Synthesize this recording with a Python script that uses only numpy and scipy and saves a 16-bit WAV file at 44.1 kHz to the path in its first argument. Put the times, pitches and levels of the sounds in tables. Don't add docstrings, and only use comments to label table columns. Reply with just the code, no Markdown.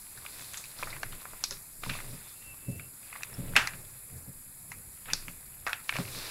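import sys
import numpy as np
from scipy import signal
from scipy.fft import rfft, irfft, next_fast_len
from scipy.io import wavfile
from scipy.ndimage import uniform_filter1d

SR = 44100
rng = np.random.default_rng(int(sys.argv[2]) if len(sys.argv) > 2 else 0)


def digitize_waveform(pressure):
    field = np.atleast_2d(pressure).T
    bounded = np.clip(field, -1, 1)
    quanta = np.round(bounded * 32767).astype(np.int16)
    wavfile.write(sys.argv[1], SR, quanta)


def voltage_ratio(decibels):
    exponent = np.asarray(decibels, float) / 20
    return 10 ** exponent


N = 277830


def evened(x):
    return x / np.sqrt(np.mean(x ** 2) + 1e-20)


def read(points, hz):
    f, value = np.transpose(points)
    return np.interp(np.log(hz + 1), np.log(f + 1), value)


def curve(rows, column):
    times = [row[0] for row in rows]
    return np.interp(np.arange(N) / SR, times, [row[column] for row in rows])


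def add(mix, s, sound):
    part = mix[round(s * SR):][:len(sound)]
    part += sound[:len(part)]


def coloured(x, points):
    size = next_fast_len(len(x))
    gain = voltage_ratio(read(points, np.fft.rfftfreq(size, 1 / SR)))
    return irfft(rfft(x, size) * gain, size)[:len(x)]


def noise_of(points):
    return evened(coloured(rng.standard_normal(N), points))


def ring(x, hz, width):
    r = np.exp(-np.pi * width / SR)
    y = signal.lfilter([1, 0, -r], [1, -2 * r * np.cos(2 * np.pi * hz / SR), r * r], x)
    return y / (abs(y).max() + 1e-20)


# (f/Hz, level/dB)
HISS = [(30, 17), (60, 13), (120, 16), (400, -1), (1000, 0), (2600, -4), (5200, -9), (6900, -6), (9000, -5),
        (11200, 2), (11800, -1), (14300, -5.5)]
HISS_TOP = [(14850, -14), (15300, -8), (15720, -9), (15800, -60)]
# (f/Hz, width/Hz, level/dB)
RIDGES = [(10600, 15, 16), (11000, 120, 5.5), (10080, 30, 17), (10700, 43, 14.5), (11400, 38, 3),
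          (11320, 170, 6), (11400, 27, 9.5)]


def hiss():
    frames, hz = N // 256 + 5, np.fft.rfftfreq(1024, 1 / SR)
    a, b, patches, streaks = rng.standard_normal((frames, 513, 4)).T
    patches = uniform_filter1d(patches, size=10, axis=0)
    patches = evened(uniform_filter1d(patches, size=16, axis=1))
    streaks = evened(uniform_filter1d(streaks, size=30, axis=1))
    ridges = sum(db * np.exp(-((hz - f) / width) ** 2) for f, width, db in RIDGES)
    spectrum_db = (read(HISS + HISS_TOP, hz) + ridges)[:, None]
    z = (a + 1j * b) * voltage_ratio(spectrum_db + 0.36 * patches + 2.5 * streaks)
    return voltage_ratio(-51.5) * evened(signal.istft(z, nperseg=1024, noverlap=768)[1][:N])


# (start t/s, length t/s, f/Hz, level/dB, sag f/Hz; a negative sag rises)
WHISTLES = [(2.2, 0.17, 3550, -62, 36), (2.345, 0.044, 2750, -64, 20), (2.383, 0.069, 2700, -62, 18),
            (2.431, .125, 2710, -53, 69), (2.576, 0.26, 2640, -57, -34), (2.8, 0.1, 2670, -62.5, -35),
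            (3.34, 0.0077, 5230, -47, -150)]


def whistles():
    out = np.zeros(N)
    waver_hz, waver_db = 11, 2.0
    for s, length, hz, db, sag_hz in WHISTLES:
        u = np.arange(0, length, 1 / SR) / length
        drift, flutter = (evened(uniform_filter1d(rng.standard_normal(len(u)), size=500)) for _ in range(2))
        pitch = hz - sag_hz * u + waver_hz * drift
        tone = np.sqrt(2) * np.sin(2 * np.pi * np.cumsum(pitch) / SR)
        swell = np.sin(np.pi * u) ** 0.7
        add(out, s, voltage_ratio(db + waver_db * flutter) * tone * swell)
    return out


# (t/s, drag level/dB, speed level/dB)
DRAG = [(0.0, -62.5, 3.5), (0.2, -56.5, -3.5), (0.35, -51.5, -0.5), (0.46, -53.5, 2.5), (0.77, -56, -3),
        (0.79, -48.5, 0), (1.0, -55.5, -3), (1.4, -55.5, -5.5), (1.59, -61.5, 0), (1.81, -66, 4.5),
        (1.84, -50, -0.5), (1.974, -47, -2), (2.02, -51.5, -4.5), (2.4, -59.5, -1.5), (2.5, -58.5, -6),
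        (2.86, -68, 2.5), (3.11, -53.5, -8), (3.25, -54.5, -8), (3.61, -52.5, -8.5), (3.75, -58.5, -2),
        (4.14, -60.5, -5), (4.37, -68.5, 1.5), (5.04, -61.5, -2), (5.08, -47.5, -12), (5.2, -56, -3),
        (5.42, -60, -3.5), (5.68, -62, -5), (5.9, -56, -1), (6.0, -45.5, 0), (6.07, -54, -0.5),
        (6.16, -46.5, 4.5), (6.3, -42.5, -2)]


def film_drag():
    drag_db = curve(DRAG, column=1)
    return drag_db, drag_db + curve(DRAG, column=2)


# (t/s, half length t/s, rumble level/dB, sway level/dB)
SHIFTS = [(0.17, 0.036, -68, -82), (0.373, 0.053, -66, -82), (0.893, 0.1, -55, -49), (1.07, 0.12, -54, -47),
          (1.35, 0.019, -72, -49), (1.536, 0.062, -64, -54.5), (1.905, 0.084, -51.5, -39),
          (2.08, 0.1, -49.5, -47), (2.536, 0.027, -57, -77), (2.757, 0.092, -45.5, -64),
          (3.27, 0.087, -61, -55), (3.497, 0.14, -42.5, -43), (3.788, 0.09, -52.5, -46),
          (3.977, 0.067, -66, -52), (4.164, 0.07, -50.5, -56.5), (4.37, 0.13, -67, -50),
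          (4.74, 0.12, -57.5, -76), (5.183, 0.13, -59, -46), (5.6, 0.22, -77, -80), (5.95, 0.026, -55, -52),
          (6.03, 0.073, -47, -53), (6.134, 0.14, -58, -53)]
# (f/Hz, level/dB)
RUMBLE = [(40, -50), (70, -7), (125, 4.5), (200, -14.5), (350, -16), (700, -39.5)]
SCRAPE = [(120, -18), (220, 3), (400, 5.5), (650, 4.5), (1200, -24.5)]


def arms():
    t = np.arange(N) / SR
    heavy, deep = np.full(N, voltage_ratio(-72)), np.full(N, voltage_ratio(-70))
    for s, half, rumble_db, sway_db in SHIFTS:
        swell = np.exp(-((t - s) / half) ** 2)
        heavy += voltage_ratio(rumble_db) * swell
        deep += voltage_ratio(sway_db) * swell
    drag_db, _ = film_drag()
    rub = voltage_ratio(0.83 * drag_db - 18.5) + voltage_ratio(-15) * heavy
    sway = noise_of([(8, -32), (18, 24), (32, -27), (55, -21), (300, -86)])
    scrape = evened(coloured(rng.standard_normal(N) ** 3, SCRAPE))
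    return heavy * noise_of(RUMBLE) + deep * sway + rub * scrape


# (t/s, level/dB before the final scaling, pitch of the push f/Hz, factor on ring length)
BUMPS = [(0.838, -38, 162, 0.56), (0.993, -50, 94.2, 0.66), (1.096, -40, 177, 1), (1.511, -32.5, 397, 0.55),
         (1.866, -22, 127, 0.78), (1.898, -19.5, 124, 0.6), (2.129, -28.5, 131, 1),
         (2.683, -15.5, 132, 0.82), (2.731, -24, 131, 0.53), (2.808, -35, 143, 0.79), (3.383, -20, 142, 1),
         (3.438, -20.5, 109, 0.7), (3.497, -26, 139, 1), (3.572, -27, 250, 0.87), (3.737, -30.5, 127, 1),
         (3.786, -43, 80.7, 0.56), (4.127, -26.5, 83.4, 0.77), (4.277, -27, 130, 0.88),
         (4.764, -31, 72.7, 0.83), (5.123, -29, 152, 0.92), (5.276, -32.5, 157, 0.99),
         (5.99, -14, 181, 0.65), (6.166, -28, 148, 0.61)]
# (f/Hz, level/dB, time to fall 60 dB t/s)
BENCH = [(82.6, -11, 0.43), (132.3, 1.5, 0.1), (172.5, 1, 0.13), (246.4, 4.5, 0.089), (404, -7, 0.27),
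         (553, 6, 0.11)]


def bench():
    out, t = np.zeros(N), np.arange(12000) / SR
    onset = 1 - np.exp(-t / 0.0069)
    for s, db, push_hz, hold in BUMPS:
        modes = np.zeros(len(t))
        for hz, mode_db, t60 in BENCH:
            octaves_off = abs(np.log2(hz / push_hz))
            decay_db = -60 * t / (t60 * max(hold, 0.2))
            modes += voltage_ratio(mode_db - 11.1 * octaves_off + decay_db) * np.sin(2 * np.pi * hz * t)
        add(out, s, voltage_ratio(db) * 0.55 * modes * onset)
    return out


def creases(points, level_db, grain_db, per_s):
    clumps = voltage_ratio(4 * evened(uniform_filter1d(rng.standard_normal(N), size=900)))
    happens = rng.random(N) < clumps * per_s / SR
    size = voltage_ratio(grain_db * np.minimum(rng.exponential(1, N), 3.5)) * happens
    drive = evened(size * rng.standard_normal(N)) + 1.32 * rng.standard_normal(N)
    return voltage_ratio(level_db) * evened(coloured(drive, points))


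# (f/Hz, level/dB)
LOW_RUSTLE = [(200, -14), (500, -8.5), (1000, 1), (2500, -1), (3500, -0.5), (6000, -27.5)]
BRIGHT_RUSTLE = [(1500, -42), (3000, -5), (4200, 3), (5300, -0.5), (6500, -11.5), (10000, -40)]
AIRY_RUSTLE = [(3500, -14), (5500, -2.5), (7000, -1.5), (9500, -1), (15500, -2.5), (16500, -56)]


def rustle():
    drag_db, fast_db = film_drag()
    low = creases(LOW_RUSTLE, drag_db, grain_db=7.0, per_s=1400)
    bright = creases(BRIGHT_RUSTLE, fast_db, grain_db=9.0, per_s=1500)
    airy = creases(AIRY_RUSTLE, 0.42 * fast_db - 25, grain_db=-3.5, per_s=2400)
    return low + bright + airy


# (t/s, level/dB, base pitch f/Hz, edge level/dB, room answer level/dB, held to -13 at most)
SNAPS = [(0.174, -38, 1450, 11, -16), (0.25, -33.5, 1250, -15, -38), (0.262, -25, 2300, -20, -36),
         (0.413, -33.5, 7000, -6, -12), (0.535, -24, 6810, -12, -18), (0.542, -22, 2900, -5, -19),
         (0.571, -21.5, 6700, -16, -7), (0.597, -39, 1200, 1, -27), (0.639, -31.5, 2520, 5, -13.5),
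         (0.792, -34.5, 1180, -5, -17), (0.826, -18, 1000, -22, -25), (0.831, -19.5, 2290, -11, -27),
         (0.871, -28.5, 1290, -18, -14), (0.903, -28, 3760, -25, -10), (0.927, -29.5, 1980, -10, -18),
         (0.949, -39, 2180, -8, -16), (0.964, -32, 1650, -16, -31), (0.982, -38, 1560, -12, -39),
         (1.03, -30, 700, 11, -30), (1.031, -20, 1700, -41, -28), (1.123, -30, 3000, 0, -17),
         (1.128, -32.5, 1230, -3, -23), (1.217, -38, 1060, -21, -35), (1.253, -28, 1150, -35, -23),
         (1.333, -31, 940, -21, -20.5), (1.438, -10, 5100, 0.5, -24.5), (1.442, -21.5, 3950, -17, -20),
         (1.508, -16.5, 5040, -5, -19), (1.523, -26.5, 3700, -18, -20.5), (1.834, -24.5, 1250, -30, -41),
         (1.837, -22, 2540, -20, -22), (1.848, -32, 1410, -18, -24), (1.862, -28, 950, -29, -23),
         (1.893, -23, 2430, -5, -15), (1.897, -16.5, 2870, -33, -29.5), (1.934, -28.5, 2510, 0, -13),
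         (1.951, -28, 1060, -1, -20), (1.988, -30.5, 1530, -6, -30), (2.002, -30.5, 1370, -19, -39),
         (2.424, -38, 2690, -19, -33), (2.795, -28.5, 2320, -15, -24.5), (3.127, -30.5, 2000, -27, -23),
         (3.153, -32, 1100, -4, -30), (3.159, -31, 1670, -12, -20), (3.221, -34, 2500, -20, -30),
         (3.208, -33, 1200, -4, -30), (3.232, -20, 2320, 5.5, -31), (3.535, -33, 1380, -23, -35),
         (3.554, -21, 1590, -32, -31), (3.556, -15.5, 1720, -9, -13), (3.562, -10.5, 1410, 2, -11),
         (3.563, 0, 2550, -10, -18.5), (3.672, -19, 1870, 11, -27.5), (3.734, -30.5, 2220, -24, -22),
         (4.717, -25, 1960, 1, -20), (5.057, -31.5, 1980, -27, -33), (5.084, -32, 1370, -24, -13),
         (5.1, -26.5, 2330, -2, 3), (5.133, -4.5, 4620, -13, -29.5), (5.281, -22.5, 2310, -4, -24),
         (5.665, -18.5, 1360, -20, -18), (5.672, -22.5, 1490, 3, -31), (5.68, -24, 1490, 2, -41),
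         (5.693, -26.5, 1380, 3.5, -16), (5.73, -11.5, 2500, -18, -26), (5.892, -11, 2230, -22, -29),
         (5.924, -22, 1570, -22, -22.5), (5.937, -25, 2520, -23, -11), (5.95, -24.5, 2290, -20, -16.5),
         (5.955, -24, 1090, -20, -21), (5.965, -18, 2620, -2, -27.5), (5.985, -20.5, 1120, 0, -27),
         (6.051, -31.5, 2200, -11, -25), (6.078, -31, 2130, -14, -19)]
# (ratio to the base pitch, level/dB)
PATCH = [(0.981, 5.5), (1.07, -6), (0.725, -4), (1.7, -18.5), (0.584, -6), (2.7, -26.5)]
# (f/Hz, width/Hz)
BODY = (1450, 1700)
CRACK = (11000, 1800)
# (f/Hz, width/Hz, level/dB, share of the snap's edge level it follows)
EDGE = [(4140, 2240, -2, 0.85), (5400, 5400, 2, 0.98), (10700, 11000, -12.5, 0.95)]
# (f/Hz, time to fall 60 dB t/s)
ROOM = [(150, 0.31), (700, 0.38), (1200, 0.38), (1800, 0.31), (2500, 0.26), (6000, 0.33), (12000, 0.071)]


def snaps_and_knocks():
    out, t = np.zeros(N), np.arange(13000) / SR
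    for s, db, hz, edge_db, room_db in SNAPS:
        jolts = rng.standard_normal(len(t)) * 0.8 * voltage_ratio(-60 * t / 0.013)
        jolts[0] = 3
        echoes = voltage_ratio(min(room_db, -13)) * rng.standard_normal(len(t)) * (1 - np.exp(-t / 0.0033))

        def steep(f, width):
            fade = voltage_ratio(-60 * t / read(ROOM, f)) + 2.27 * voltage_ratio(-60 * t / 0.046)
            return ring(ring(jolts + echoes * fade, f, width), f, width)

        patch = sum(voltage_ratio(d) * steep(min(hz * ratio, 18000), hz * ratio * 0.5) for ratio, d in PATCH)
        body = voltage_ratio(-9.5 - 0.17 * edge_db) * steep(*BODY)
        edge = sum(voltage_ratio(edge_db * share + d) * steep(f, width) for f, width, d, share in EDGE)
        crack = voltage_ratio(-20.5) * steep(*CRACK)
        hit = 0.29 * patch + 0.5 * body + 0.26 * edge + crack
        add(out, s + 0.001213, voltage_ratio(db) * hit)
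    return out


# (f/Hz, level/dB)
MIC = [(60, 1.5), (1500, -2), (2600, 1), (3100, -7.5), (3600, -1), (9000, -3), (16000, -6)]


def film_and_tools():
    return coloured(snaps_and_knocks() + rustle(), MIC)


def scene():
    return np.tile(hiss() + whistles() + arms() + bench() + film_and_tools(), (2, 1))


# (f/Hz, level/dB)
QUIET_CUT = [(300, -11), (500, -18.5), (2550, -5), (2750, -29), (5100, -8), (5350, -35.5), (6700, -30),
             (6900, 11), (20000, 10)]


def suppressed(x):
    hz, _, z = signal.stft(x, SR, nperseg=512, noverlap=384)
    power = uniform_filter1d(abs(z) ** 2, size=9, axis=0)
    power = uniform_filter1d(power, size=9, axis=1)
    steady = np.percentile(power, 20, axis=1)[:, None]
    over_db = 10 * np.log10(power / steady + 1e-9)
    shut = 1 / (2.0 + np.exp((over_db + 1.0) / 3.63))
    gain = voltage_ratio(read(QUIET_CUT, hz)[:, None] * shut)
    return signal.istft(z * gain, SR, nperseg=512, noverlap=384)[1][:N]


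# (f/Hz, level/dB)
UNLIKE = [(30, -33), (250, -33), (1500, -31.5), (4000, -29), (12000, -46.5)]


def two_channels(mid):
    shifted = signal.hilbert(mid, next_fast_len(N)).imag[:N]
    side = coloured(shifted, UNLIKE)
    return np.array([mid + side, mid - side])


def top_cut(x):
    return signal.sosfilt(signal.butter(12, 16670, fs=SR, output="sos"), x)


def record(dry):
    mid = suppressed(dry[0])
    return top_cut(two_channels(mid))


dry = scene()
out = record(dry)
digitize_waveform(out)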